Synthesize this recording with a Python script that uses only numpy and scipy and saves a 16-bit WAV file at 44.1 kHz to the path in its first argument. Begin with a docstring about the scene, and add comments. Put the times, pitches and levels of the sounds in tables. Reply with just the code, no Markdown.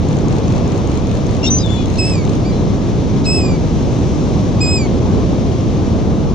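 """A windy beach, heard on a stereo pair: far breakers roar and foam hisses up the sand throughout.
From the start a camera clatters through a burst, five frames a second, and a nearer wave breaks.
At 1.4 s a gull on the left squeals, its voice breaking as the two halves of its syrinx beat.
From 2 s a gull on the right gives four clear falling cries; the camera stops at 2.4 s.
Two more nearer waves break around 4.2 and 5.3 s, and the foam begins to ebb."""
import sys
import numpy as np
from scipy import signal
from scipy.fft import rfft, irfft
from scipy.io import wavfile
from scipy.ndimage import uniform_filter1d, minimum_filter1d

SR = 44100
rng = np.random.default_rng(int(sys.argv[2]) if len(sys.argv) > 2 else 0)


def log_audio(samples):
    """Write samples as a 16-bit WAV file to the path given in sys.argv[1]."""
    # one column per channel
    frames = np.atleast_2d(samples).T
    # limit to full scale, then quantise
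    limited = np.clip(frames, -1, 1)
    pcm = np.round(limited * 32767).astype(np.int16)
    wavfile.write(sys.argv[1], SR, pcm)


N = 279594

# deep roar of far breakers and wind: (frequency [Hz], relative density [dB])
ROAR_SPECTRUM = [(11, -47), (18, -12), (86, 1.5), (180, -1.5), (416, -10.5), (1180, -28), (1460, -37),
                 (1700, -40), (2210, -77.5), (3740, -120)]
# hiss of foam on the sand: (frequency [Hz], relative density [dB])
FOAM_SPECTRUM = [(900, -15.5), (1500, -1), (2200, 2), (2900, 0.5), (3600, 1.5), (4800, -2.5), (6000, 0.5),
                 (6700, -3.5), (7700, -9.5), (8200, -20), (9700, -18.5), (11000, -29), (13200, -33.5),
                 (14000, -38.5)]
# the sea at the two microphones: (frequency [Hz], likeness [0-1], left lead [rad], left minus right [dB])
SEA_AT_MICS = [(35, .08, 0, 0), (90, .5, 0, .4), (190, .65, .1, -.7), (350, .85, .2, -1.6),
               (600, .73, .7, -1), (900, .66, 1.1, 4.7), (1200, .52, .7, 6.8), (1900, .38, .4, 3.7),
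               (2700, .62, 0, 4.7), (4200, .7, .2, 3.3), (5200, .58, .6, 2), (6500, .68, 1.2, .2),
               (8000, .45, 3, -.5), (10000, .1, 2.6, -1.8)]
# waves breaking nearer by: (peak time [s], level [dB], centre [Hz], spray level [dB], spray centre [Hz])
NEAR_WAVES = [(.65, -27, 950, -45.5, 1970), (4.15, -27.5, 335, -44, 7000), (5.3, -20.5, 332, -47.5, 3900)]
# whirr of the winding gears: (frequency [Hz], relative density [dB])
GEAR_SPECTRUM = [(1200, 13.5), (1900, 11.5), (2800, 6.5), (3600, -18), (6500, -12), (8100, -2),
                 (9000, -3.5), (10500, -19), (12500, -24), (14000, -28)]
# strength of the shutter, frame by frame: (level [dB])
FRAME_LEVELS = [-30, -28.5, -29.5, -30.5, -29.5, -30, -29.5, -30.5, -31, -28, -28, -29.5]
# mirror and curtain impacts in a frame: (delay [s], level [dB], rattle time [s], low mode boost [dB])
SHUTTER_CONTACTS = [(0, -0.5, 0.00073, -6), (.0245, -15.5, 0.00072, 11.5), (.0425, -5.5, .0012, 0.5),
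                    (.0685, -13, .001, -9), (.081, -8, .0014, 1), (.0995, -6.5, .0015, 0),
                    (.123, -15, .0007, 3)]
# modes of the camera body: (frequency [Hz], width [Hz], level [dB], left minus right [dB])
BODY_MODES = [(2600, 700, 1.5, 3), (4080, 500, 2.5, 1), (5630, 540, -14, -8), (6580, 390, 2.5, 1.5),
              (7200, 440, -8, -9), (8900, 700, -17.5, -14), (10500, 830, -29, -13), (12600, 1200, -23, -2)]
# the housing's shadow on the far microphone: (frequency [Hz], loss at full side [dB], phase advance [rad])
MIC_SHADOW = [(2400, 20, 1.1), (2800, 20, 0.74), (3600, 21, 1), (4400, 8, 0.44), (5200, -2, -0.29),
              (7600, 5.5, -0.2), (10100, -12.5, -1.54)]
# throat of the squealing gull: (frequency [Hz], gain [dB])
SQUEAL_RESONANCE = [(1800, -12), (2500, 1), (6300, 5), (7300, 8.5), (8300, -33), (11000, -42)]
# notes of a breaking voice: (start [s], length [s], pitch [Hz], bend [Hz], bend lateness [1 = even glide],
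# level [dB], fade over the note [dB], beat [Hz], beat depth [0-1], beat delay [s], octave level [dB],
# roughness [0-1], stutter depth [0-1], side [+1 = left])
SQUEAL_NOTES = [(1.427, 0.043, 2740, 44, 0.5, -21.5, -8, 610, 0.37, 0.01, -9, 0.2, 0.3, 0.82),
                (1.444, 0.036, 6650, -450, 1.1, -36.5, -6, 600, .4, 0, -40, 0.7, 0.3, 0.85),
                (1.461, 0.043, 3566, 249, 0.75, -11, 11.5, 530, 0.16, 0, -20, 0.02, 0.25, 0.91),
                (1.464, 0.026, 5490, 230, 3, -25.5, -7, 620, .14, 0, -43, 0.12, 0.1, 0.72),
                (1.5, .094, 6054, 230, 2.9, -13.5, 7, 1100, 0.02, 0, -52, 0.04, 0.1, 0.89),
                (1.59, 0.035, 6300, -62, 1, -28, 14, 1260, .1, 0, -50, 0.1, 0.8, 0.87),
                (1.578, 0.02, 4840, 150, 1, -29, -6, 560, 0.05, 0, -32, 0.2, 0.2, 1),
                (1.593, 0.043, 5030, -400, 6, -29, 0.5, 560, 0.08, 0, -32, 0.35, 0.2, 0.89),
                (1.596, 0.033, 3870, 50, 1, -29.5, 3, 560, 0.05, 0, -32, 0.1, 0.15, 1),
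                (1.627, 0.056, 3900, -470, 0.48, -23.5, 0, 550, .02, .0066, -31, 0.1, 0, 0.89),
                (1.686, .028, 3410, 50, 2, -29, -6, 490, 0, 0, -19, 0.1, 0, .72),
                (1.706, 0.16, 3475, -160, 2.36, -23, 13, 490, 0.44, 0.06, -22, 0.12, 0.1, 0.69),
                (1.775, .078, 2480, -110, 1.6, -36, 3, 490, 0, 0, -20, 0.3, 0.3, .72),
                (1.968, 0.022, 4100, 220, 1, -31.5, 1, 418, .5, 0.0074, -17, 0.8, 0.4, -0.47),
                (2.517, 0.12, 4100, -240, 3.7, -39.5, 11, 500, .02, 0, -17, 0.1, 0, -.5),
                (3.239, 0.024, 3950, 499, 3.7, -34.5, -8, 1120, 0.3, 0, -17, .55, 0.1, -.3)]
# throat of the crying gull: (frequency [Hz], gain [dB])
CRY_RESONANCE = [(2150, 5), (2600, 4.5), (4400, -1), (5200, 7), (6700, 0.5), (7300, 4.5), (7900, 1),
                 (9600, -21.5), (10500, -19), (11000, -38), (12800, -43), (13800, -31)]
# clear cries: (start [s], scoop time [s], scoop depth [Hz], time to crest [s], length [s], pitch [Hz],
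# crest pitch [Hz], dip [Hz], sag [Hz/s], sag easing time [s], level [dB], crest level [dB], dip [dB],
# fade [dB/s], octave boost [dB], brightness [dB/octave], crest brightness [dB/octave], side [+1 = left])
CRY_NOTES = [(1.979, 0.0082, 150, 0.12, 0.28, 2624, 2630, 61, 4400, 0.52, -23.5, -32, 1, 90, 1, -2.5, 0, -0.29),
             (2.441, 0.029, 424, 0.038, 0.092, 2386, 2375, 10, 2200, .5, -42, -44.5, 1, 110, 7, -6, -3.5, -.5),
             (3.251, 0.0096, 150, .102, 0.34, 2590, 2617, 34.5, 1930, 0.71, -25.5, -26, 0.5, 93, 1, -0.5, 0.5, -0.3),
             (4.6, 0.024, 224, 0.15, 0.286, 2535, 2556, 50, 4400, 0.256, -24.5, -26, 3, 144, 1, -1, 0.5, -0.21)]

FIRST_FRAME_S, FRAME_PERIOD_S = .0865, .1968
SIDES = np.array([[1], [-1]])   # left and right microphone


def from_db(db):
    """Decibels as amplitude."""
    return 10 ** (np.asarray(db) / 20)


def rms_one(x):
    """The signal scaled to rms 1."""
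    return x / np.sqrt(np.mean(x ** 2) + 1e-20)


def at_hz(points, hz):
    """The columns of a spectrum at the frequencies hz."""
    f, *columns = np.transpose(points)
    return [np.interp(np.log(np.maximum(hz, 1)), np.log(f), c) for c in columns]


def bandpass(low_hz, high_hz):
    """A gentle band filter."""
    return signal.butter(2, [low_hz, high_hz], "band", fs=SR, output="sos")


def drift(rate, size):
    """A smooth random wander of spread 1 that changes about rate times a second."""
    hz = np.fft.rfftfreq(2 * SR + size, 1 / SR)
    white = rfft(rng.standard_normal(2 * SR + size))
    return rms_one(irfft(white / (1 + (hz / rate) ** 2)))[:size]


def span_of(start, length, attack_s, release_s):
    """Samples of an event, the time since its start, and a gate that opens and closes smoothly."""
    t = np.arange(int(length * SR)) / SR
    opening = np.clip(np.minimum(t / attack_s, (length - t) / release_s), 0, 1)
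    return int(start * SR) + np.arange(len(t)), t, np.sin(np.pi / 2 * opening) ** 2


def sea_noise(spectrum):
    """Noise from a wide shore: one part reaches both microphones, the rest is each one's own."""
    hz = np.fft.rfftfreq(N, 1 / SR)
    alike, lead, balance_db = at_hz(SEA_AT_MICS, hz)
    white = rfft(rng.standard_normal((3, N)))
    shared = np.sqrt(alike) * white[2] * np.exp(.5j * lead * SIDES)
    own = np.sqrt(1 - alike) * white[:2]
    colour = from_db(at_hz(spectrum, hz)[0] + .5 * balance_db * SIDES)
    return rms_one(irfft((shared + own) * colour, N))


def surf(roar_db=-13.5, swell_db=.68, foam_db=-37, surge_db=.6, ebb_from_s=5.73, ebb_db_per_s=3.5):
    """Breakers roar far out; foam hisses up the sand, then dies down as the wave draws back."""
    ebb_db = ebb_db_per_s * np.maximum(np.arange(N) / SR - ebb_from_s, 0)
    roar = from_db(roar_db + swell_db * drift(.8, N)) * sea_noise(ROAR_SPECTRUM)
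    foam = from_db(foam_db - ebb_db + surge_db * drift(25, N)) * sea_noise(FOAM_SPECTRUM)
    return roar + foam


def near_waves(swell_s=.36, spray_ratio=1.42):
    """Closer to the microphones, each wave swells, throws a hiss of spray and sinks again."""
    t, out = np.arange(N) / SR, np.zeros((2, N))
    water, froth = sea_noise(ROAR_SPECTRUM), sea_noise(FOAM_SPECTRUM)
    for peak_s, level_db, centre_hz, spray_db, spray_hz in NEAR_WAVES:
        rush = rms_one(signal.sosfilt(bandpass(centre_hz / 2, centre_hz * 2), water))
        spray = rms_one(signal.sosfilt(bandpass(spray_hz / spray_ratio, spray_hz * spray_ratio), froth))
        swell = np.exp(-.5 * ((t - peak_s) / swell_s) ** 2)
        out += swell * (from_db(level_db) * rush + from_db(spray_db) * spray)
    return out


def gears(level_db=-42, grain_db=3, delay_s=.004, winding_s=.125):
    """A small motor winds the camera during each frame, with a fine grainy whirr."""
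    hz, running = np.fft.rfftfreq(N, 1 / SR), np.zeros(N)
    for start in FIRST_FRAME_S + FRAME_PERIOD_S * np.arange(len(FRAME_LEVELS)):
        at, _, gate = span_of(start + delay_s, winding_s, attack_s=.013, release_s=.018)
        running[at] += gate
    teeth = rng.standard_normal((2, N)) * from_db(grain_db * drift(400, N))
    whirr = irfft(rfft(teeth) * from_db(at_hz(GEAR_SPECTRUM, hz)[0]), N)
    return from_db(level_db) * running * rms_one(whirr)


def shutter(detune=.018, low_below_hz=5000, spread_db=1.2):
    """Each frame is the same chain of small impacts; each briefly rings every mode of the camera body."""
    t, out = np.arange(SR // 60) / SR, np.zeros((2, N))
    for frame, frame_db in enumerate(FRAME_LEVELS):
        start = FIRST_FRAME_S + FRAME_PERIOD_S * frame
        for delay, contact_db, rattle_s, low_db in SHUTTER_CONTACTS:
            at = int((start + delay) * SR)
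            impact = from_db(frame_db + contact_db) * t / rattle_s * np.exp(1 - t / rattle_s)
            for hz, width, mode_db, pan_db in BODY_MODES:
                # loose parts rattle, so the phase wanders and the mode is broad
                walk = np.cumsum(rng.standard_normal((2, len(t))), axis=1)
                wander = uniform_filter1d(walk * np.sqrt(2 * np.pi * width / SR), size=24, axis=1)
                ring_hz = hz * (1 + detune * rng.standard_normal())
                phase = 2 * np.pi * (ring_hz * t + rng.random((2, 1))) + wander
                ring_db = mode_db + low_db * (hz < low_below_hz) + spread_db * rng.standard_normal()
                out[:, at:at + len(t)] += from_db(ring_db + .5 * pan_db * SIDES) * impact * np.sin(phase)
    return out


def beach_scatter(x, echo_db=-27, t60_s=.3):
    """Sand and dune add a faint, short tail to the direct sound."""
    t = np.arange(SR // 2) / SR
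    tail = rng.standard_normal((2, len(t))) * from_db(-60 * t / t60_s)
    tail /= np.sqrt(np.sum(tail ** 2, axis=1, keepdims=True))
    return x + from_db(echo_db) * signal.fftconvolve(x, tail, axes=1)[:, :N]


def partial(hz, side, right_lag_s):
    """One gliding line at the pair: the far microphone hears it later and in the housing's shadow."""
    phase = 2 * np.pi * (np.cumsum(hz) / SR + rng.random())
    shade_db, advance = at_hz(MIC_SHADOW, hz)
    right_phase = phase - 2 * np.pi * hz * right_lag_s + np.sign(side) * advance
    left = from_db(-shade_db * max(-side, 0)) * np.sin(phase)
    right = from_db(-shade_db * max(side, 0)) * np.sin(right_phase)
    return np.array([left, right])


def gull_squeals(jitter=.058, rasp=.51, flutter=.82, hoarse_db=-4, stutter_hz=86.6,
                 beat_rise_s=.0037, line_fall_db=5):
    """Mostly left: the voice jumps registers; the syrinx's other half beats with it, adding side lines."""
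    out = np.zeros((2, N))
    beak = np.vstack([bandpass(4600, 7300)] * 2)
    for (start, length, pitch_hz, bend_hz, lateness, level_db, fade_db,
         beat_hz, beat_depth, beat_from_s, octave_db, rough, stutter, side) in SQUEAL_NOTES:
        at, t, gate = span_of(start, length, attack_s=.0091, release_s=.0074)
        progress = t / length
        pitch = (pitch_hz + bend_hz * progress ** lateness) * (1 + jitter * rough * drift(460, len(t)))
        beat = beat_hz * (1 + jitter * rough * drift(300, len(t)))
        # an unsteady second voice makes the side lines flutter
        depth = beat_depth * np.clip((t - beat_from_s) / beat_rise_s, 0, 1)
        depth = np.clip(depth * (1 + flutter * rough * drift(110, len(t))), 0, 1)
        loud = gate * from_db(level_db - fade_db * progress) * (1 + rasp * rough * drift(900, len(t)))
        # the voice catches in quick pulses as it changes register
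        loud *= 1 - stutter * np.cos(2 * np.pi * stutter_hz * t)
        for harmonic, weight in ((1, .89), (2, from_db(octave_db))):
            for line in range(-2, 3):
                hz = harmonic * pitch + line * beat
                share = depth * from_db(-line_fall_db * (abs(line) - .5)) if line else 1
                gain = weight * share * from_db(at_hz(SQUEAL_RESONANCE, hz)[0])
                out[:, at] += loud * gain * partial(hz, side, right_lag_s=50e-6 * side)
        # where the voice is rough, turbulent air fills the gaps between the lines
        breath = rms_one(signal.sosfilt(beak, rng.standard_normal((2, len(t)))))
        out[:, at] += loud * rough * from_db(hoarse_db) * breath
    return out


def gull_cries(dip_s=.032, knee_s=.014, tiring_s=.045, jitter=.0025, waver=.0066,
               shimmer_db=.7, tremble_db=.5, dulling_db_per_octave_s=20):
    """Overhead right: the syrinx sings a clean tone that scoops up, slackens, crests, sags and fades."""
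    out = np.zeros((2, N))
    for (start, scoop_s, scoop_hz, crest_s, length, first_hz, crest_hz, dip_hz, sag, ease_s, first_db,
         crest_db, dip_db, fade, octave_db, first_bright_db, crest_bright_db, side) in CRY_NOTES:
        at, t, gate = span_of(start, length, attack_s=.018, release_s=.026)
        scoop = np.maximum(1 - t / scoop_s, 0) ** 2
        held = np.maximum(t - scoop_s, 0) / dip_s
        dip = (held * np.exp(1 - held)) ** 3
        falling_s = np.hypot(np.maximum(t - crest_s, 0), knee_s) - knee_s   # rounds over the crest
        sag_hz = sag * ease_s * (1 - np.exp(-falling_s / ease_s))
        tired = np.clip(falling_s / tiring_s, 0, 1)   # the tone grows unsteady as it sags
        pitch = np.interp(t, [0, crest_s], [first_hz, crest_hz])
        pitch -= scoop_hz * scoop + dip_hz * dip + sag_hz
        pitch *= 1 + jitter * drift(120, len(t)) + waver * tired * drift(55, len(t))
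        level_db = np.interp(t, [0, crest_s], [first_db, crest_db]) - dip_db * dip - fade * falling_s
        level_db += (shimmer_db + tremble_db * tired) * drift(70, len(t))
        bright_db = np.interp(t, [0, crest_s], [first_bright_db, crest_bright_db])
        bright_db -= dulling_db_per_octave_s * falling_s   # overtones fade before the fundamental
        for harmonic in range(1, 6):
            hz = harmonic * pitch
            colour_db = at_hz(CRY_RESONANCE, hz)[0] + bright_db * np.log2(harmonic / 2)
            colour_db += octave_db * (harmonic == 2)
            out[:, at] += gate * from_db(level_db + colour_db) * partial(hz, side, right_lag_s=-37e-6)
    return out


def scene():
    """Sea, gulls and camera at the microphones; only the gulls carry the scatter off the beach."""
    return surf() + beach_scatter(gull_cries() + gull_squeals()) + shutter() + gears() + near_waves()


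def record(dry, ceiling=.8, cutoff_hz=14100):
    """The recorder's limiter dips smoothly around peaks over the ceiling; the top is then cut steeply."""
    needed_gain = np.minimum(1, ceiling / (np.abs(dry).max(axis=0) + 1e-9))
    gain = uniform_filter1d(minimum_filter1d(needed_gain, size=401), size=401)
    lowpass = signal.ellip(10, .1, 90, cutoff_hz, fs=SR, output="sos")
    return signal.sosfilt(lowpass, dry * gain)


dry = scene()
out = record(dry)
log_audio(out)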